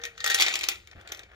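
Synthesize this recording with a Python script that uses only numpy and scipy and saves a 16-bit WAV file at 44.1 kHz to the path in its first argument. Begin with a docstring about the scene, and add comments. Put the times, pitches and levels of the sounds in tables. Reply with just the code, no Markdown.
"""Tablets tipped from a plastic bottle

A pill bottle is uncapped and tipped in a kitchen, close to a pair of microphones, over a low rumble of shaped noise.
The rubbing cap sets the hollow bottle humming: two narrow gliding notes.
Tablets slide and knock down the wall, then a last few drop out: clicks excite cracks, ticks and decaying modes.
A hand rubs the bottle (grainy noise) and bumps it once (a low sine and low noise)."""
import sys
import numpy as np
from scipy import signal
from scipy.fft import rfft, irfft
from scipy.io import wavfile
from scipy.ndimage import uniform_filter1d

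SR = 44100
rng = np.random.default_rng(int(sys.argv[2]) if len(sys.argv) > 2 else 0)


def write(x):
    x = np.atleast_2d(x).T
    wavfile.write(sys.argv[1], SR, np.round(np.clip(x, -1, 1) * 32767).astype(np.int16))


N = 59535  # length in samples

# Spectrum of the room rumble: frequency_hz, relative_density_db
RUMBLE_SPECTRUM = [(20,-17.5),(40,-8),(60,1.5),(90,-0.5),(125,-12.5),(160,-20),(200,-8.5),(250,-34.5),(450,-17.5),(1000,-45.5),(2500,-39),(9000,-38.5),(16000,-68.5)]
RUMBLE_DB = -60.5

# Levels of the two notes of the rubbing cap: time_s, low_note_db, high_note_db
CAP_LEVELS = [(0,-50,-51.5),(.075,-48.5,-41.5),(.1,-61,-66),(.17,-64,-66),(.21,-61.5,-41),(.285,-55,-34.5),(.35,-60,-40.5),(.42,-94.5,-80.5)]
# The two notes, low then high: start_pitch_hz, glide_hz_per_s, linewidth_hz
CAP_NOTES = [(476,-81,3.1),(1812,105,2.6)]

# Skin rubbing on the bottle: time_s, level_db
RUB_LEVEL = [(0,-49),(.09,-58.5),(.85,-72.5),(.92,-54.5),(.98,-53.5),(1.05,-53),(1.12,-46.5),(1.22,-53.5),(1.275,-60.5),(1.33,-50)]
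# Spectrum of the rub: frequency_hz, relative_density_db
RUB_SPECTRUM = [(200,-24),(320,0),(520,-1.5),(750,2),(1000,-6.5),(1500,3),(2300,-2.5),(2900,-6.5),(6000,-24),(16000,-38.5)]
# Spectrum of the noise in the bump: frequency_hz, relative_density_db
PUFF_SPECTRUM = [(30,2),(90,2),(160,-8),(300,-11),(520,-8.5),(900,-53)]
BUMP_S, BUMP_RISE_S, BUMP_HZ = 0.948, 0.016, 78  # onset, time from onset to peak, pitch
BUMP_DB, BUMP_PUFF_DB = -48, -48  # sine and noise parts

# Small tablets sliding over each other: time_s, relative_level_db
SLIDE_LEVEL = [(0,-55),(.07,-50),(.1,-67),(.17,-51),(.235,-43),(.255,-30.5),(.31,-24),(.365,-26.5),(.41,-18),(.46,-25),(.51,-25),(.57,-36),(.72,-44),(.78,-50),(1.07,-69),(1.09,-37),(1.13,-66)]
SLIDE_PER_S, SLIDE_SPREAD_DB, SLIDE_DB = 340, 1.3, -2
SLIDE_TREBLE_DB, SLIDE_TICK_HZ = -10, 3500

# Tablet knocks: start_s, relative_level_db, relative_treble_db, tick_pitch_hz
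KNOCKS = [(.015,-38,-7,3770),(.0362,-22.5,-4,3650),(.0516,-23,1,3915),(.1775,-32,-14,3770),(.2034,-24.5,-11,3700),
          (.2418,-13.5,-1.5,3570),(.2618,-15,3,4130),(.275,-17,3,3540),(.2995,-13.5,1,3730),(.305,-16.5,4,3602),(.316,-18,-9,3630),(.3444,-10,7.5,5500),
          (.3855,-21,3.5,3400),(.398,-12.5,-1,3700),(.4055,-11.5,5,4325),(.410,-12.5,0.5,3310),(.4212,-6.5,-1.5,3570),(.427,-17,-9,4620),(.4633,-12,-8,2360),(.4823,-14,-12.5,3660),
          (.5387,-16,-6,2540),(.5546,-14.5,2,2340),(.5891,-23.5,3,5050),(.6095,-20,0,2473),(.633,-20,-7,3570),(.6384,-16,-1.5,2515),(.6645,-29,-15,4100),(.686,-12,7.5,4280),(.7148,-23,-6,2550),(.756,-34.5,-21,2500),
          (.8724,-36,-6,2230),(.9126,-37,-6,1860),(1.0111,-40,-3.5,3500),(1.0742,-30,-9,3375),(1.1196,-21,0.5,3640),(1.1466,-31.5,-2,3500),(1.1715,-38,3.5,4400),(1.1924,-30,-6,3730),(1.2332,-36,-12,3670)]
KNOCK_DB, TREBLE_DB, AIR_DB, WALL_DB = -5.5, -8.5, -10, -7.5
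TICK_DB, TICK_DECAY_S = 1.5, 0.0024  # decay times here and below are to 1/e
RISE_S, CRACK_S, SHELL_S, SHELL_DB = 0.0011, 0.0017, 0.011, -7
TREBLE_CRACK_S, TREBLE_SHELL_S, TREBLE_SHELL_DB = 0.0021, 0.0074, -4
# Spectrum of the body of a knock: frequency_hz, relative_density_db
BODY_SPECTRUM = [(100,-59),(230,-29),(350,-14.5),(590,-15),(800,-6.5),(1050,-10),(1350,-5),(1620,-8.5),(2300,4),(2850,1),(3600,2),(4500,-1),(5000,-4.5),(6500,-3.5),(7600,-6),(10000,-33.5),(16000,-31.5)]
# Spectrum of the treble of a knock: frequency_hz, relative_density_db
TREBLE_SPECTRUM = [(100,-55),(3000,-17.5),(6000,5),(8000,0.5),(9700,3),(10400,-2.5),(11800,-9.5),(13200,-4),(15600,-12.5),(16500,-29.5)]
# Hollow tint of the closed bottle: frequency_hz, gain_db
CLOSED_TINT = [(750,-0.5),(1000,-3.5),(1380,4),(2700,-3),(3500,-0.5)]
# Modes of the air in the capped bottle: nominal_pitch_hz, relative_level_db, t60_s
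CAPPED_AIR = [(480.4,-14,0.04),(762,-24,0.018),(1855.2,4.5,0.077)]
# Modes of the air in the open bottle: nominal_pitch_hz, relative_level_db, t60_s
OPEN_AIR = [(351.6,-14.5,0.049),(1860,-1,0.026),(2233,3.5,0.036)]
# Modes of the plastic wall: nominal_pitch_hz, relative_level_db, t60_s
WALL = [(2336,0,0.06),(2610,1,0.07),(3146,-1,0.098),(3570,0.86,0.024),(3738,1,0.055),(4100,-1,0.036)]
OPEN_S, SWELL_S = 0.38, 0.0018  # when the cap comes off; build-up time of a mode
GRIP_S, GRIP_DB = 0.82, -14  # when the hand closes round the bottle; its change to the shell ring

# Reverberation time of the kitchen: frequency_hz, t60_s
KITCHEN_DECAY = [(250,0.5),(700,0.28),(1800,0.23),(4500,0.17),(9000,0.25),(15000,0.2)]
# Spectrum of the reflections: frequency_hz, relative_gain_db
ROOM_SPECTRUM = [(300,3),(1000,2),(2500,3.5),(5000,-3.5),(9000,-5),(15000,-3)]
ROOM_DB, ROOM_GAP_S = -9, 0.0017  # level; silence before the first reflection

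# Likeness of the two microphone signals: frequency_hz, coherence (no unit, limited to 0..1 in use)
LIKENESS = [(80,1),(200,0.52),(900,1),(2000,0.92),(4000,0.32),(9500,1),(12000,1.5052)]
# Phase by which the left leads, faded out in the bass: frequency_hz, phase_rad
LEAD = [(350,1.12),(900,-2),(1250,-1.2),(2000,-1.5),(2850,-3),(3600,-6),(6500,-5),(8300,-3.5),(10900,-2.5),(12400,0.45)]
# Left minus right: frequency_hz, level_difference_db
BALANCE = [(110, 0.45), (380, 1.9), (700, 0.3), (1290, 5.7), (4400, 1)]
MONO_HZ = 250  # the phase lead fades out below this
EDGE_HZ = 16200


def amp(db):
    """Decibel law: an amplitude ratio is ten to the power db / 20."""
    return 10 ** (np.asarray(db) / 20)


def unit(x):
    """Normalisation: a signal divided by its effective value has rms 1."""
    return x / np.sqrt(np.mean(x ** 2) + 1e-20)


def read(points, hz):
    """Logarithmic frequency scale: a table is interpolated along log frequency."""
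    f, value = np.transpose(points)
    return np.interp(np.log(hz + 1), np.log(f + 1), value)


def level(points, t):
    """Envelope: a level curve in dB, interpolated in time, becomes a gain."""
    return amp(np.interp(t, *np.transpose(points)))


def add(mix, s, sound):
    """Superposition: a sound starting at time s is summed into the mix."""
    part = mix[..., max(0, round(s * SR)):][..., :sound.shape[-1]]
    part += sound[..., :part.shape[-1]]


def colour(x, *spectra, size=4096):
    """Minimum-phase filtering: the product of the spectra fixes a causal response, scaled to unit energy."""
    hz = abs(np.fft.fftfreq(size, 1 / SR))
    log_gain = np.log(amp(sum(read(points, hz) for points in spectra)))
    response = np.exp(np.conj(signal.hilbert(log_gain)))
    taps = np.fft.ifft(response).real[:size // 2]
    return signal.fftconvolve(x, taps[None] / np.linalg.norm(taps), axes=1)[:, :N]


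def rumble():
    """Stationary noise: the room is a random signal weighted towards low frequencies."""
    return amp(RUMBLE_DB) * unit(colour(rng.standard_normal((2, N)), RUMBLE_SPECTRUM))


def twist():
    """Friction-driven resonance: the cap sustains a low note that sags and fades, a high one that creeps up and swells."""
    t, curve, notes = np.arange(N) / SR, np.array(CAP_LEVELS), np.zeros((2, N))
    for (hz, glide, width), dbs in zip(CAP_NOTES, curve.T[1:]):
        # a random walk of the phase widens the spectral line
        jitter = rng.standard_normal(N) * np.sqrt(2 * np.pi * abs(width) / SR)
        phase = np.cumsum(2 * np.pi * (hz + glide * t) / SR + jitter)
        gain = amp(np.interp(t, curve[:, 0], dbs))
        notes += gain * np.array([np.cos(phase), -np.sin(phase)])
    return notes


def hand_rub():
    """Friction noise: skin on plastic is coloured noise with a random, grainy strength."""
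    grain = amp(3.8 * unit(uniform_filter1d(rng.standard_normal(N), size=300)))
    noise = grain * rng.standard_normal((2, N))
    return level(RUB_LEVEL, np.arange(N) / SR) * unit(colour(noise, RUB_SPECTRUM))


def hand_bump():
    """Soft impact: a gradual push gives a low sine and low noise that swell and die together."""
    since = np.arange(N) / SR - BUMP_S
    u = np.maximum(since, 0) / BUMP_RISE_S
    tone = amp(BUMP_DB) * np.sin(2 * np.pi * BUMP_HZ * since)
    puff = amp(BUMP_PUFF_DB) * colour(rng.standard_normal((2, N)), PUFF_SPECTRUM)
    return u * np.exp(1 - u) * (tone + puff)


def slide(count=900):
    """Granular flow: a sliding heap of tablets is a dense series of small random hits."""
    place, size, pitch = rng.random((count, 3)).T
    times = (np.arange(count) + 2 * place) / SLIDE_PER_S
    spread = SLIDE_SPREAD_DB * (np.minimum(-np.log(size), 3) - 1)
    dbs = np.interp(times, *np.transpose(SLIDE_LEVEL)) + SLIDE_DB + spread
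    pitches = SLIDE_TICK_HZ * 2 ** (pitch - .5)  # within half an octave either way
    return [(s, db, SLIDE_TREBLE_DB, hz) for s, db, hz in zip(times, dbs, pitches) if s < N / SR]


def train(times, dbs):
    """Impulse excitation: each contact is a one-sample click of given size and time."""
    places = np.clip(np.round(times * SR).astype(int), 0, N)
    return np.bincount(places, amp(dbs), N + 1)[:N]


def crack(clicks, crack_s, shell_s, shell_db):
    """Two-stage decay: noise gives each contact a sharp crack and a brief, dense shell ring, never twice the same."""
    t = np.arange(SR // 20) / SR
    after = np.maximum(t - RISE_S, 0)
    decay = np.hypot(np.exp(-after / crack_s), amp(shell_db) * np.exp(-after / shell_s))
    shape = np.minimum(t / RISE_S, 1) ** 2 * decay
    energy = abs(signal.fftconvolve(clicks ** 2, shape ** 2)[:N])  # energies of the hits add
    return np.sqrt(energy) * rng.choice([-1., 1.], (2, N))


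def vary(x, patchy_db):
    """Local response: each spot of the shell has its own colour, so hits differ in tint while the strength stays."""
    z = signal.stft(x, nperseg=256)[2]
    patches = uniform_filter1d(rng.standard_normal(z.shape[1:]), size=5, axis=0)
    patches = unit(uniform_filter1d(patches, size=7, axis=1))
    tinted = z * amp(patchy_db * patches)
    keep = np.linalg.norm(z, axis=(0, 1)) / (np.linalg.norm(tinted, axis=(0, 1)) + 1e-20)
    return signal.istft(tinted * keep, nperseg=256)[1][:, :N]


def ticks(hits):
    """Damped oscillation: each tablet gives a very short tick at a pitch of its own."""
    t, out = np.arange(SR // 50) / SR, np.zeros((2, N))
    shape = np.minimum(t / RISE_S, 1) ** 2 * np.exp(-t / TICK_DECAY_S)
    for s, db, _, hz in hits:
        add(out[0], s, amp(db + TICK_DB) * shape * np.sin(2 * np.pi * hz * t))
    return out


def ring(clicks, modes, detune, count=6):
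    """Modal superposition: clicks landing on several spots ring decaying modes, each spot tuned a little differently."""
    t = np.arange(SR // 6) / SR
    spot, out = rng.integers(0, count, N), np.zeros((2, N))
    for k in range(count):
        tone = np.zeros(len(t), complex)
        for hz, db, t60 in modes:
            tuned_hz = hz * (1 + detune * rng.uniform(-1.02, 1))
            mode = np.exp((2j * np.pi * tuned_hz - np.log(1000) / t60) * t)
            tone += amp(db) * mode * rng.choice([-1, 1])
        tone *= 1 - np.exp(-(t / SWELL_S) ** 2)
        clicks_here = (clicks * (spot == k))[None]
        out += signal.fftconvolve(clicks_here, np.array([tone.imag, tone.real]), axes=1)[:, :N]
    return out


def tablets(hits):
    """Impact on a cavity: hits tick, crack the shell and ring wall and air, whose notes change as the cap comes off."""
    s, db, treble_db, _ = np.transpose(hits)
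    t = np.arange(N) / SR
    capped, gripped = t < OPEN_S, t > GRIP_S
    closed = capped | gripped  # the palm tints the crack as the cap did; the air modes stay open
    blows = train(s, db)
    shut = crack(blows * capped, CRACK_S, SHELL_S, SHELL_DB)
    shut = shut + crack(blows * gripped, CRACK_S, SHELL_S, SHELL_DB + GRIP_DB)
    unshut = crack(blows * ~closed, CRACK_S, SHELL_S, SHELL_DB)
    body = colour(shut, BODY_SPECTRUM, CLOSED_TINT) + colour(unshut, BODY_SPECTRUM)
    treble_blows = train(s, db + treble_db + TREBLE_DB)
    treble = colour(crack(treble_blows, TREBLE_CRACK_S, TREBLE_SHELL_S, TREBLE_SHELL_DB), TREBLE_SPECTRUM)
    wall = amp(WALL_DB) * ring(blows, WALL, detune=0.023) / np.sqrt(len(WALL))
    air = ring(blows * capped, CAPPED_AIR, detune=0.011) + ring(blows * ~capped, OPEN_AIR, detune=.05)
    return amp(KNOCK_DB) * (vary(body + treble, patchy_db=3) + ticks(hits) + wall + amp(AIR_DB) * air)


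def kitchen(x):
    """Reverberation: dense reflections are noise in which each band decays at its own rate."""
    hz, t, z = signal.stft(rng.standard_normal((2, SR // 2)), SR, nperseg=256)
    decay = np.exp(-np.log(1000) * t / read(KITCHEN_DECAY, hz)[:, None])
    tail = signal.istft(z * decay, SR, nperseg=256)[1]
    tail = tail * (np.arange(tail.shape[1]) / SR > ROOM_GAP_S)
    wet = signal.fftconvolve(x, tail / np.linalg.norm(tail[0]), axes=1)[:, :N]
    return colour(wet, ROOM_SPECTRUM)


def pair(x):
    """Partial coherence: two microphones share one part of the field and differ in another, in phase and in level."""
    size = 2 ** int(np.ceil(np.log2(N)))
    hz = np.fft.rfftfreq(size, 1 / SR)
    shared, unshared = rfft(x, size)
    same = np.clip(read(LIKENESS, hz), 0, 1)
    lean = amp(read(BALANCE, hz) / 2)
    lead = read(LEAD, hz) * np.tanh((hz / MONO_HZ) ** 2)
    right = (same * shared + np.sqrt(1 - same ** 2) * unshared) * np.exp(-1j * lead)
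    return irfft(np.array([shared * lean, right / lean]))[:, :N]


def scene():
    """Superposition: rumble, cap, hand and reverberant tablets add at the microphone pair."""
    quiet = rumble() + twist() + hand_rub() + hand_bump()
    rattle = tablets(KNOCKS + slide())
    return pair(rattle + amp(ROOM_DB) * kitchen(rattle) + quiet)


def record(dry):
    """Band limitation: the recorder passes only frequencies below its upper edge."""
    low_pass = signal.firwin(511, EDGE_HZ, window=("kaiser", 9), fs=SR)
    return signal.oaconvolve(dry, low_pass[None], "same")


dry = scene()
out = record(dry)
write(out)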